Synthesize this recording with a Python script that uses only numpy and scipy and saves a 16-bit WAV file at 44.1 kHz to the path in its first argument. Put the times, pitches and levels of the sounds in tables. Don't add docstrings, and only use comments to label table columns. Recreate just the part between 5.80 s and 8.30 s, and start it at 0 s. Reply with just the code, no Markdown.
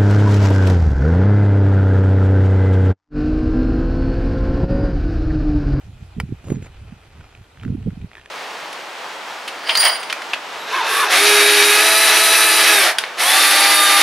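import sys
import numpy as np
from scipy import signal
from scipy.fft import rfft, irfft
from scipy.io import wavfile
from scipy.ndimage import uniform_filter1d

SR = 44100
rng = np.random.default_rng(int(sys.argv[2]) if len(sys.argv) > 2 else 0)


def output_pcm(signal):
    pcm = np.clip(np.atleast_2d(signal).T, -1, 1) * 32767
    wavfile.write(sys.argv[1], SR, np.round(pcm).astype(np.int16))


N = 110250

# (time [s], level [dB])
CRACK_AND_ECHO = [(0.4005, -9), (.4106, -32)]
# (pitch [Hz], level [dB], time to fade by 60 dB [s])
SLAB_NOTES = [(966, -6.5, 0.011), (1383, -12.5, 0.025), (1930, -4.5, 0.011), (2300, -8, 0.021),
              (2520, -5, 0.0052), (3110, -14, .021), (4700, -29.5, 0.045), (5060, -31, 0.049),
              (6060, -35, .025), (7110, -28, .015), (8273, -34.5, 0.015), (9680, -21, 0.015),
              (13400, -25, .011)]
# (frequency [Hz], level [dB])
BREAK_TONE = [(200, 6), (850, 4), (2300, -9), (3100, -4), (3700, -11), (5000, -9.5), (6500, -13),
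              (8500, -6.5), (11800, -6), (13300, -12), (15500, -33)]
# (time [s], level [dB], pitch [Hz], fade time [s])
CRUST_TICKS = [(0.6841, -27, 1180, 0.0011), (0.7021, -26, 2080, 0.0024), (0.8251, -33, 2070, 0.003),
               (0.8678, -33, 2320, 0.0027), (1.4094, -32.5, 1470, 0.0028), (1.4415, -37, 1320, 0.0041),
               (1.5505, -27, 2470, 0.0017), (1.774, -30, 1550, 0.0011), (1.7979, -30.5, 3030, 0.0015),
               (1.8123, -32, 2380, .002), (1.827, -35, 2430, 0.0023), (1.8338, -23.5, 1360, 0.0022),
               (1.85, -24, 1380, 0.0017), (1.879, -33, 1450, 0.0022), (2.0275, -34.5, 2810, 0.0019),
               (2.1055, -33.5, 1440, 0.0023), (2.2155, -33.5, 2390, 0.0018), (2.3157, -24, 1900, 0.00075),
               (2.3326, -26, 2420, 0.0013), (2.353, -20.5, 1890, 0.0013), (2.369, -31, 1740, 0.0056),
               (2.38, -29, 1780, 0.0041), (2.3963, -34, 1810, 0.0034), (2.413, -34, 2770, 0.0028),
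               (2.459, -23.5, 1740, 0.0019)]
# (frequency [Hz], level [dB])
PUFF_TONE = [(150, -31), (500, -2.5), (1000, -4), (3400, -3.5), (4600, -20.5), (8000, -18), (13000, -27),
             (15500, -42)]
# (time [s], level [dB])
CRUNCHES = [(0.642, -34.5), (0.669, -31), (.683, -29), (0.7005, -22), (0.721, -23.5), (0.822, -33),
            (0.845, -39), (0.861, -34)]
# (frequency [Hz], level [dB])
CRUNCH_TONE = [(100, 1), (300, 2), (550, 2.5), (800, -12.5), (1500, -21), (2400, -20), (4000, -30.5),
               (6000, -34), (7500, -30), (9000, -27), (11000, -17), (15000, -47)]
# (time [s], level [dB])
CRACKLE_LEVEL = [(0, -59.5), (.6, -59), (.69, -51.5), (.76, -48.5), (.8, -60), (.85, -48.5), (.89, -54.5),
                 (1.3, -56), (1.42, -52), (1.74, -59.5), (1.85, -52), (1.92, -58), (2.28, -58), (2.37, -51),
                 (2.5, -55)]
# (frequency [Hz], level [dB])
SNAP_TONE = [(150, 0), (900, 0), (2800, -2.5), (3500, -11), (5000, -12), (9000, -20.5), (15000, -46)]
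# (time [s], level [dB])
GRIT_LEVEL = [(.6, -67), (.65, -64), (.71, -57), (.77, -80), (.8, -73), (.845, -51), (.9, -87)]
# (frequency [Hz], level [dB])
GRAIN_TONE = [(1000, 5), (3500, 4), (6000, -2), (7500, 7), (10000, -8), (13000, -17), (15500, -23)]

# (time [s], level [dB])
GUST_LEVEL = [(0, -67), (.07, -36), (.17, -42), (.225, -38.5), (.335, -59), (.385, -24.5), (.48, -37.5),
              (.53, -26), (.58, -57), (.65, -37.5), (.72, -23), (.81, -31), (.88, -44), (.98, -58),
              (1.015, -38.5), (1.12, -41.5), (1.2, -56.5), (1.33, -51.5), (1.4, -38.5), (1.52, -64.5),
              (1.61, -37), (1.68, -66), (1.8, -43), (1.86, -25.5), (1.935, -25.5), (1.97, -33), (2.0, -31),
              (2.035, -31), (2.05, -34.5), (2.075, -16.5), (2.105, -34.5), (2.13, -29), (2.155, -52),
              (2.19, -37.5), (2.245, -30), (2.285, -53), (2.5, -76)]
# (frequency [Hz], level [dB])
GUST_RUMBLE_TONE = [(20, -25), (45, -9), (70, 2), (95, 8.5), (135, 1), (190, -7.5), (280, -15.5),
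                    (500, -66), (900, -90)]
# (frequency [Hz], level [dB])
GUST_FLUTTER_TONE = [(60, -47), (130, -3), (190, 1.5), (300, -7), (430, -5.5), (540, -24), (800, -43),
                     (1500, -106)]
# (time [s], level [dB])
DEEP_LEVEL = [(0, -51), (.07, -42), (.23, -42.5), (.32, -42), (.38, -37.5), (.53, -42.5), (.62, -44.5),
              (.95, -41.5), (1.02, -37.5), (1.22, -54), (1.42, -48.5), (1.75, -58.5), (1.87, -36),
              (2.06, -40), (2.22, -36.5), (2.32, -67), (2.39, -51), (2.5, -69)]
# (frequency [Hz], level [dB])
DEEP_RUMBLE_TONE = [(5, -33), (20, -5.5), (40, -6), (62, 1.5), (90, -4), (160, -23), (400, -98)]
# (time [s], peak level [dB], pitch [Hz], half-width [cycles])
EDDY_THUMPS = [(0.2286, -24.5, 117, .5), (0.369, -22.5, 194, 0.58), (.386, -19, 157, 0.66),
               (.438, -15.5, 144, 0.61), (0.4937, -25, 214, 0.47), (0.525, -13, 200, 0.36),
               (0.704, -18, 314, 0.55), (0.7207, -9.5, 302, 0.56), (0.744, -22, 198, 0.81),
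               (0.771, -19.5, 211, 0.85), (1.127, -25.5, 184, 0.75), (1.8619, -17, 207, 0.56),
               (1.882, -17.5, 127, 0.67), (1.9047, -15, 170, 0.54), (1.9275, -16, 145, 0.56),
               (1.9527, -15.5, 251, 0.88), (1.9839, -23, 182, 0.85), (2.0633, -13.5, 134, 0.34),
               (2.0763, -14.5, 223, 0.64), (2.087, -14, 180, 1), (2.1346, -22.5, 141, 0.34),
               (2.176, -22, 175, 0.58), (2.2454, -20, 127, 0.37)]
# (frequency [Hz], left minus right [dB])
WIND_BALANCE = [(30, -1.5), (80, -0.5), (150, -3), (260, -7.5), (420, -12), (800, -22)]
# (time [s], level [dB])
RING_LEVEL = [(.6, -90), (.63, -79), (.648, -57), (.69, -56), (.705, -47), (.73, -48), (.77, -56),
              (.795, -71), (.815, -66), (.83, -55), (.85, -52), (.87, -64), (.9, -90)]
# (frequency [Hz], level [dB])
HISS_TONE = [(150, -5), (400, 7), (520, -2.5), (750, 5), (1100, -6), (1400, 2), (1720, -7), (1980, -2.5),
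             (2230, -8), (2450, 2), (2750, -8), (3050, -4), (4000, -7.5), (5000, -12.5), (7000, -16.5),
             (10000, -19), (13000, -19.5), (14500, -26), (15500, -47)]
# (frequency [Hz], likeness [-1 to 1])
HISS_LIKENESS = [(300, 0.87), (700, 0.61), (1400, 0.2), (3000, 0.65), (4500, 0.051), (6500, 0.096),
                 (10000, 0.32), (14000, -0.67)]


def crack():
    hold_s, fall_s, tail_s = .0025, .0007, .009
    burst_db, tail_db = -15, -23
    out, t = np.zeros(N), np.arange(4096) / SR
    rise = np.minimum(t / .0003, 1)
    burst = amp(burst_db) * np.exp(-np.maximum(t - hold_s, 0) / fall_s)
    slab = sum((-1) ** k * amp(db - 60 * t / fade_s) * np.sin(2 * np.pi * hz * t)
               for k, (hz, db, fade_s) in enumerate(SLAB_NOTES))
    for s, db in CRACK_AND_ECHO:
        add(out, s, amp(db) * rise * (burst * noise(BREAK_TONE, len(t)) + slab))
    s, db = CRACK_AND_ECHO[0]
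    tail = rise * np.exp(-t / tail_s) * noise(BREAK_TONE, len(t))
    add(out, s, amp(db + tail_db) * tail)
    return out


def ticks(rise_s=.00037, note_db=-5, puff_db=-9.5):
    out, t = np.zeros(N), np.arange(1024) / SR
    for s, db, hz, fall_s in CRUST_TICKS:
        note = amp(note_db) * np.sin(2 * np.pi * hz * t)
        puff = amp(puff_db) * noise(PUFF_TONE, len(t))
        shape = np.minimum(t / rise_s, 1) * np.exp(-t / fall_s)
        add(out, s, amp(db) * shape * (note + puff))
    return out


def crunches(rise_s=.002, fall_s=.0053):
    out, t = np.zeros(N), np.arange(2048) / SR
    shape = np.minimum(t / rise_s, 1) * np.exp(-t / fall_s)
    for s, db in CRUNCHES:
        add(out, s, amp(db + 1) * shape * noise(CRUNCH_TONE, len(t)))
    return out


def crackle():
    skin = level(CRACKLE_LEVEL) * snaps(SNAP_TONE, per_s=760)
    grit = level(GRIT_LEVEL) * snaps(GRAIN_TONE, per_s=4700)
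    return skin + grit


def wind(rumble_db=-.5, flutter_db=-35.5, strong_gust_db=-25):
    gust, t = level(GUST_LEVEL), np.arange(N) / SR
    rumble = amp(rumble_db) * gust * turbulence(GUST_RUMBLE_TONE)
    deep = level(DEEP_LEVEL) * turbulence(DEEP_RUMBLE_TONE)
    growth = (gust / amp(strong_gust_db)) ** 1.7
    flutter = amp(flutter_db) * growth * turbulence(GUST_FLUTTER_TONE)
    pressure = rumble + deep + flutter
    for s, db, hz, cycles in EDDY_THUMPS:
        turns = hz * (t - s)
        pressure -= amp(db) * np.cos(2 * np.pi * turns) * np.exp(-(turns / cycles) ** 2)
    left_over_right = amp(read(WIND_BALANCE, np.fft.rfftfreq(N, 1 / SR)))
    right = 2 * rfft(pressure) / (1 + left_over_right)
    return irfft(np.array([left_over_right * right, right]), N)


def turbulence(tone, smooth_s=.031):
    x, size = noise(tone, N), int(smooth_s * SR)
    power = uniform_filter1d(uniform_filter1d(x ** 2, size), size)
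    return x / np.sqrt(abs(power) + 1e-6)


def housing_ring(pitch_hz=6940, half_width_hz=50):
    hz = np.fft.rfftfreq(N, 1 / SR)
    band = 1 / (1 + ((hz - pitch_hz) / half_width_hz) ** 2)
    note = evened(irfft(rfft(rng.standard_normal(N)) * band, N))
    note /= np.sqrt(abs(uniform_filter1d(note ** 2, size=400)) + 1e-3)
    return level(RING_LEVEL) * note * np.array([[-1], [1]])


def hiss(level_db=-54, low_cut_hz=150, patch_db=1.9):
    frames, hz = N // 128 + 5, np.fft.rfftfreq(512, 1 / SR)
    a, b, c, d, patches = rng.standard_normal((5, frames, len(hz)))
    patches = uniform_filter1d(patches, size=16, axis=0)
    patches = evened(uniform_filter1d(patches, size=10, axis=1))
    likeness = read(HISS_LIKENESS, hz)
    left = a + 1j * b
    right = likeness * left + np.sqrt(1 - likeness ** 2) * (c + 1j * d)
    tone = amp(read(HISS_TONE, hz) + patch_db * patches) * hz / np.hypot(hz, low_cut_hz)
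    slices = np.array([left, right]) * tone
    _, sound = signal.istft(slices.swapaxes(1, 2), nperseg=512, noverlap=384)
    return amp(level_db) * evened(sound[:, :N])


def amp(db):
    return 10 ** (np.asarray(db) / 20)


def evened(x):
    return x / np.sqrt(np.mean(x ** 2) + 1e-20)


def read(points, hz):
    f, value = np.transpose(points)
    return np.interp(np.log(hz + 1), np.log(f + 1), value)


def level(points):
    return amp(np.interp(np.arange(N) / SR, *np.transpose(points)))


def colour(x, tone):
    hz = np.fft.rfftfreq(len(x), 1 / SR)
    return irfft(rfft(x) * amp(read(tone, hz)), len(x))


def noise(tone, size):
    return evened(colour(rng.standard_normal(size), tone))


def snaps(tone, per_s, spread_db=2.5):
    size = amp(spread_db * np.minimum(rng.exponential(1, N), 4)) * rng.choice([-1, 1], N)
    happens = rng.random(N) < per_s / SR
    return evened(colour(size * happens, tone))


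def add(mix, s, sound):
    part = mix[max(round(s * SR), 0):][:len(sound)]
    part += sound[:len(part)]


def from_right(x, lag_s=.000045, lean_db=.62):
    delay = np.exp(-2j * np.pi * np.fft.rfftfreq(N, 1 / SR) * lag_s)
    left = irfft(rfft(x) * delay, N)
    return np.array([left * amp(-lean_db), x * amp(lean_db)])


def scene():
    short_sounds = crack() + ticks() + crunches() + crackle()
    return from_right(short_sounds) + hiss() + wind() + housing_ring()


def record(dry):
    low_pass = signal.firwin(511, 15700, window=("kaiser", 9), fs=SR)
    return signal.oaconvolve(dry, low_pass[None], "same")


dry = scene()
out = record(dry)
output_pcm(out)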